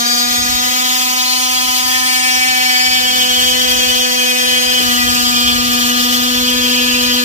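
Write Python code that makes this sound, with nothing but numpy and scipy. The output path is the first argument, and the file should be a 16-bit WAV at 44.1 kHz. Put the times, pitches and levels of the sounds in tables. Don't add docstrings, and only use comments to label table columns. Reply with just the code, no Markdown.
import sys
import numpy as np
from scipy import signal
from scipy.fft import rfft, irfft, next_fast_len
from scipy.io import wavfile
from scipy.ndimage import uniform_filter1d, map_coordinates

SR = 44100
rng = np.random.default_rng(int(sys.argv[2]) if len(sys.argv) > 2 else 0)


def transcribe(signal):
    frames = np.atleast_2d(signal).T
    limited = np.clip(frames, -1, 1)
    pcm = np.round(limited * 32767).astype(np.int16)
    wavfile.write(sys.argv[1], SR, pcm)


N = 319284

# time_s, rate_hz
SWING_RATE = [(0, 239), (.08, 242.8), (.32, 244.8), (.7, 249.3), (.89, 251.6), (1.53, 252.6), (1.81, 252),
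              (2.0, 253.6), (2.48, 253.8), (2.76, 251.3), (2.9, 253), (3.06, 250.7), (3.34, 248.8),
              (3.51, 250.8), (3.81, 249.8), (4.76, 249), (4.9, 245.8), (5.26, 246), (5.36, 244.2),
              (5.79, 244), (6.37, 247.3), (7.24, 246.3)]
# time_s, rasp_gain_db
ROUGHNESS = [(0, 1), (.6, 1.5), (1.3, 1.5), (1.9, 2.5), (2.25, -6), (2.5, -3.5), (2.8, -5), (3.3, 2.5),
             (3.6, 2), (3.9, 1.5), (4.5, -1.5), (4.75, 0.5), (5.0, 4.5), (5.4, 1.5), (6.0, 5), (6.4, 2.5),
             (6.7, 1.5), (7.24, 1.5)]
# start_s, end_s
GRIP_TIMES = [(0, .3), (1.2, 2.0), (2.5, 2.75), (3.55, 4.75), (4.9, 5.3), (5.75, 6.2), (6.4, 7.24)]

HUM_LEVELS = [(-27.6, -35, -26.5, -35.5, -27.5, -27), (-32, -35, -25.5, -27, -30.5, -32),
              (-31.5, -37, -21, -34.5, -29.5, -28), (-27, -24.5, -28.5, -36, -28.5, -34),
              (-22, -34, -29, -38, -24.5, -27), (-20.5, -33, -31, -41.5, -24.5, -30.5),
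              (-21, -26.5, -38.5, -32, -28, -33.5)]
HUM_BALANCE = [(-6, -6, -5, -6, -1, 0), (-6, -1, -2, -10, -3, 0), (-5, -6, -2, -7, -1.5, 1),
               (2.5, -9, -5, -4, 0, 4), (4.5, -10, -3, -11, -4, -1), (3, -9, -3, -9, -4, -2),
               (.7, -7.5, -3, -7, -4, -2.5)]
HUM_LEFT_LEAD = [(-.55, -2.35, -2.2, -3.1, -2.2, -3.2), (-1, -2.9, -2.2, -2.7, -2.15, -3.2),
                 (-1.4, -2.9, -2.25, -2.4, -2.85, -3.2), (-1.5, -2.5, -2.45, -2.2, -3.05, -2.2),
                 (-1.1, -2, -2.1, -2.9, -2.7, -3), (-.8, -1.9, -2.05, -2.65, -2.6, -2.9),
                 (-.5, -1.75, -2, -2.4, -2.7, -2.3)]
HUM_FLICKER = [-47, -39, -40, -41, -40, -41]

# pitch_hz, level_db
BUZZ_LEVELS = [(1700, -29), (2000, -30.5), (2500, -28), (2750, -31), (3250, -24), (3750, -30.5),
               (4400, -29), (5000, -29.5), (5700, -33.5), (6700, -31.5), (7500, -39), (8300, -42),
               (8900, -40.5), (11500, -51), (15000, -39.5)]
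# pitch_hz, share_0_to_1
BUZZ_FLICKER = [(1700, 0.29), (3100, 0.44), (4500, 0.52), (15000, 0.73)]
# pitch_hz, likeness_0_to_1
BUZZ_LIKENESS = [(1500, .9), (3200, .92), (5000, .8), (6500, .6), (10000, .45)]
BUZZ_LEFT_DELAY = [(35e-6,), (-23e-6,), (23e-6,), (20e-6,), (0,), (-23e-6,), (0,)]
# pitch_hz, buzz_db_per_rasp_db
DULLING = [(1870, -0.65), (2370, -0.5), (3120, -0.25), (4500, -0.1), (6300, -0.12), (9100, -0.48)]
# pitch_hz, change_db
DEPTH_CHANGE = [(1870, -0.5), (2370, -0.5), (3120, 6.5), (3700, -1), (4500, 2), (6300, -4.5), (7500, -3.5),
                (9100, -3)]
# pitch_hz, gain_db
ENTRY_GAIN = [(1870, 3.5), (2370, -1), (2800, -8), (3250, -5), (3600, 3.5), (4500, 1.5), (6300, 0.5),
              (9100, -2.5)]
# middle_s, length_s, pitch_hz, gain_db
BLADE_SINGS = [(0.113, 0.3, 4850, 7.5), (1.297, 1.24, 3150, 4), (1.3, .8, 6500, 2.5),
               (1.313, 0.13, 4130, 10), (1.972, 0.32, 1860, 25), (1.41, 0.64, 9000, 8),
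               (2.25, 0.81, 8700, 8.5), (.3, 0.54, 1720, -6), (4.602, 1.6, 9460, 6.5),
               (2.347, 0.071, 5720, 12), (2.698, 1.2, 2290, 10), (2.8, 0.24, 4720, 9),
               (2.996, 0.88, 1800, -0.5), (3.193, 1.3, 2930, 5.5), (3.755, 1.4, 3290, 7),
               (4.5, 1.8, 2400, 4), (4.715, 0.57, 3100, 7), (5.017, 0.21, 1950, 13.5), (5.3, 0.8, 2500, 3),
               (5.3, 1, 7560, 6.5), (4.0, 1, 5960, 5.5), (5.298, 0.59, 5100, 7), (5.45, 0.25, 3330, 9),
               (6.386, 0.42, 3380, 4), (6.9, .6, 1750, 0.5), (6.9, 0.59, 2600, 8)]

# pitch_hz, level_db_per_hz
RASP_LEVELS = [(150, -82), (400, -77), (870, -76), (1150, -69), (1400, -70), (1620, -66), (2050, -70),
               (2400, -63.5), (2900, -61), (3300, -57), (3800, -64), (4450, -64.5), (4900, -60.5),
               (5600, -62.5), (6900, -61.5), (8300, -68.5), (9000, -66), (10300, -70.5), (12600, -64.5),
               (15000, -63.5)]
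# pitch_hz, likeness_0_to_1
RASP_LIKENESS = [(300, .3), (1100, .55), (1400, .92), (1700, .8), (2500, .35), (3100, .6), (4000, .35),
                 (8000, .35), (11000, .05)]
# pitch_hz, left_minus_right_db
TOOL_BALANCE = [(1300, -1.5), (1900, 10), (2400, -3.5), (3200, 1.5), (4700, 7.5), (5800, 0.5), (7500, -4.5),
                (9500, 0.5), (15000, 1)]
# pitch_hz, lead_radians
TOOL_LEFT_LEAD = [(0, 0), (430, -2), (1000, -2.5), (1380, -3.1), (2070, -3.2), (3700, -9), (4910, -9.5),
                  (5860, -13.5), (6290, -16), (8870, -18.5), (13500, -47), (16300, -55.5)]

# start_s, left_gain_db, left_minus_right_db
BUMP_EVENTS = [(3.42, -28, 8), (3.78, -26, 6), (4.797, -18, 9)]
# pitch_hz, level_db, time_to_fade_60_db_s
PANEL_TONES = [(180, -4, .12), (310, 0, .11), (430, -1, .1), (600, -6, .08), (900, -10, .07)]
# pitch_hz, relative_level_db
WIND_SHAPE = [(15, -59), (30, -10), (70, -1), (110, -8.5), (170, -13), (300, -13), (600, -50)]
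# middle_s, left_db, right_db
WIND_GUSTS = [(.47, -40, -30), (1.5, -50, -57), (1.87, -57, -42), (2.45, -57, -43), (3.0, -42, -50),
              (3.4, -37, -56), (3.85, -32.5, -45), (4.6, -43, -66), (4.9, -37, -50), (5.15, -34, -30.5),
              (5.6, -31, -32), (5.95, -45, -43), (6.3, -39, -42), (6.55, -35, -40), (7.0, -33, -38)]

SIDES = np.array([[.5], [-.5]])
STEP = 64


def blade_swing():
    rate_hz = curves(SWING_RATE)[0] + 0.274 * wobble(25) + 0.322 * wobble(70)
    return 2 * np.pi * np.cumsum(rate_hz) / SR


def panel_hum(angle, throb_start_s=3.03, throb_end_s=3.3, throb_depth=.35):
    t = np.arange(N) / SR
    throb_fade = np.clip(np.minimum(t - throb_start_s, throb_end_s - t) / .04, 0, 1)
    throb = 1 + throb_depth * throb_fade * np.sin(angle / 6)
    out = np.zeros((2, N))
    tones = zip(by_grip(HUM_LEVELS), by_grip(HUM_BALANCE), by_grip(HUM_LEFT_LEAD), HUM_FLICKER)
    for multiple, (db, balance_db, lead, flicker_db) in enumerate(tones, 1):
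        db = db + SIDES * balance_db - 10 * np.log10(np.cosh(balance_db * np.log(10) / 20))
        phase = multiple * angle + SIDES * lead + rng.uniform(0, 2 * np.pi)
        tone = np.sqrt(2) * amp(db) * np.cos(phase) * (throb if multiple == 1 else 1)
        flicker = wobble(75) * np.cos(phase) + wobble(75) * np.sin(phase)
        out += tone + amp(flicker_db + db - db.mean(axis=0)) * flicker
    return out


def tool_buzz(angle, count=55, lowest_multiple=7):
    hz = (lowest_multiple + np.arange(count)) * np.mean(SWING_RATE, axis=0)[1]
    t = np.arange(N // STEP + 2) * STEP / SR
    likeness = at_pitch(BUZZ_LIKENESS, hz)[:, None]
    roughness_db = np.interp(t, *np.transpose(ROUGHNESS))
    flicker_share = np.clip(np.outer(at_pitch(BUZZ_FLICKER, hz), amp(0.55 * roughness_db)), 0, 1)
    steady = stereo(1, drifts(1.5, 2 * count).reshape(2, count, -1), likeness)
    flicker = stereo(drifts(60, count), drifts(60, 2 * count).reshape(2, count, -1), likeness)
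    blend = np.sqrt(1 - flicker_share) * steady + np.sqrt(flicker_share) * flicker
    chatter_db = 0.25 * drifts(32, 1).real
    fade_db = 1.4 * drifts(2.5, count).real
    level = amp(at_pitch(BUZZ_LEVELS, hz)[:, None] + cutting_gain_db(hz, t) + chatter_db + fade_db)
    start_phase = np.exp(2j * np.pi * rng.uniform(size=(count, 1)))
    delay_s = np.interp(t, np.arange(N) / SR, by_grip(BUZZ_LEFT_DELAY)[0])
    grip_phase = np.exp(-2j * np.pi * SIDES[..., None] * np.outer(hz, delay_s))
    gains = path_to_mics(hz)[..., None] * grip_phase * level * start_phase * blend
    return add_tones(angle, gains, lowest_multiple)


def cutting_gain_db(hz, t, entry_fade_s=(.5, .85), sing_width_octaves=0.08):
    gain = np.outer(at_pitch(DULLING, hz), np.interp(t, *np.transpose(ROUGHNESS)))
    gain += np.outer(at_pitch(DEPTH_CHANGE, hz), t * SR / N - .5)
    gain += np.outer(at_pitch(ENTRY_GAIN, hz), np.interp(t, entry_fade_s, [1, 0]))
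    for middle_s, length_s, pitch_hz, db in BLADE_SINGS:
        band = np.exp(-(np.log2((hz + 1) / pitch_hz) / sing_width_octaves) ** 2)
        swell = np.exp(-(2 * (t - middle_s) / length_s) ** 2)
        gain += db * np.outer(band, swell)
    return gain


def teeth_rasp(angle, frame_samples=512):
    strokes = 1 + .25 * np.cos(angle) + .3 * np.cos(2 * angle + 1)
    strokes *= amp(curves(ROUGHNESS)[0] + 1.4 * wobble(30))
    hz, t, noise = signal.stft(rng.standard_normal((3, N)) * strokes, SR, nperseg=frame_samples)
    spectrum = stereo(noise[0], noise[1:], at_pitch(RASP_LIKENESS, hz)[:, None])
    patches = amp(1.6 * random_patches(spectrum.shape[1:], bins=5, frames=3))
    follow_buzz = amp(.6 * cutting_gain_db(hz, t) * (hz[:, None] > 1600))
    level = np.sqrt(SR / 2) * amp(at_pitch(RASP_LEVELS, hz))[:, None]
    spectrum *= patches * follow_buzz * level * path_to_mics(hz)[..., None]
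    return signal.istft(spectrum, SR, nperseg=frame_samples)[1][:, :N]


def panel_bumps(rise_s=.006):
    out = np.zeros((2, N + SR))
    t = np.arange(SR // 4) / SR
    for start_s, left_db, balance_db in BUMP_EVENTS:
        ring = sum(amp(db + rng.normal(0, 0.71) - 60 * t / fade_s) * np.sin(2 * np.pi * hz * t)
                   for hz, db, fade_s in PANEL_TONES)
        knock = ring * (1 - np.exp(-t / rise_s))
        start = round(start_s * SR)
        out[:, start:start + len(t)] += amp([[left_db], [left_db - balance_db]]) * knock
    return out[:, :N]


def wind(calm_db=-49, gust_half_length_s=0.22):
    size = next_fast_len(N + 8192)
    shape = amp(at_pitch(WIND_SHAPE, np.fft.rfftfreq(size, 1 / SR)))
    rumble = irfft(rfft(rng.standard_normal((2, size))) * shape, size)[:, :N]
    rumble *= amp(2.2 * np.array([wobble(14), wobble(14)]))
    t = np.arange(N) / SR
    gusts = sum(amp(sides_db)[:, None] * np.exp(-((t - middle_s) / gust_half_length_s) ** 2)
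                for middle_s, *sides_db in WIND_GUSTS)
    return (amp(calm_db) + gusts) * rumble / rumble.std(axis=1, keepdims=True)


def path_to_mics(hz):
    lead = np.interp(hz, *np.transpose(TOOL_LEFT_LEAD))
    return amp(SIDES * at_pitch(TOOL_BALANCE, hz)) * np.exp(1j * SIDES * lead)


def add_tones(angle, gains, lowest_multiple):
    ramp = np.arange(STEP) / STEP
    turn = np.exp(1j * np.pad(angle, (0, -N % STEP))).reshape(-1, STEP).astype(np.complex64)
    tone = turn ** (lowest_multiple - 1)
    out, steps = 0, len(turn)
    for gain in gains.astype(np.complex64).swapaxes(0, 1)[..., None]:
        tone = tone * turn
        smooth_gain = gain[:, :steps] + np.diff(gain, axis=1)[:, :steps] * ramp
        out = out + (smooth_gain * tone).real
    return np.sqrt(2) * out.reshape(2, -1)[:, :N]


def stereo(shared, separate, likeness):
    return np.sqrt(likeness) * shared + np.sqrt(1 - likeness) * separate


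def by_grip(rows):
    return np.array(curves([(s, *row) for span, row in zip(GRIP_TIMES, rows) for s in span]))


def curves(rows):
    times_s, *columns = np.transpose(rows)
    return [np.interp(np.arange(N) / SR, times_s, column) for column in columns]


def at_pitch(rows, hz):
    pitches_hz, values = np.transpose(rows)
    return np.interp(np.log(hz + 1), np.log(pitches_hz + 1), values)


def wobble(points_per_s):
    points = rng.standard_normal(int(N * 80 / SR) + 4)
    return map_coordinates(points, [np.arange(N) * points_per_s / SR])


def drifts(points_per_s, count):
    positions = np.arange(N // STEP + 2) * STEP * points_per_s / SR
    points = rng.standard_normal((2 * count, int(N * 70 / SR) + 6))
    real, imag = np.array([map_coordinates(row, [positions]) for row in points]).reshape(2, count, -1)
    return (real + 1j * imag) / np.sqrt(2)


def random_patches(shape, bins, frames):
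    patches = uniform_filter1d(rng.standard_normal(shape), bins, axis=-2)
    for _ in range(2):
        patches = uniform_filter1d(patches, frames, axis=-1)
    return patches / patches.std()


def amp(db):
    return 10 ** (np.asarray(db) / 20)


def scene():
    angle = blade_swing()
    return panel_hum(angle) + tool_buzz(angle) + teeth_rasp(angle) + panel_bumps() + wind()


def record(dry, top_hz=15520):
    flattened = dry / (1 + abs(dry) ** 12) ** (1 / 12)
    size = next_fast_len(N + 8192)
    kept = np.fft.rfftfreq(size, 1 / SR) < top_hz
    return irfft(rfft(flattened, size) * kept, size)[:, :N]


dry = scene()
out = record(dry)
transcribe(out)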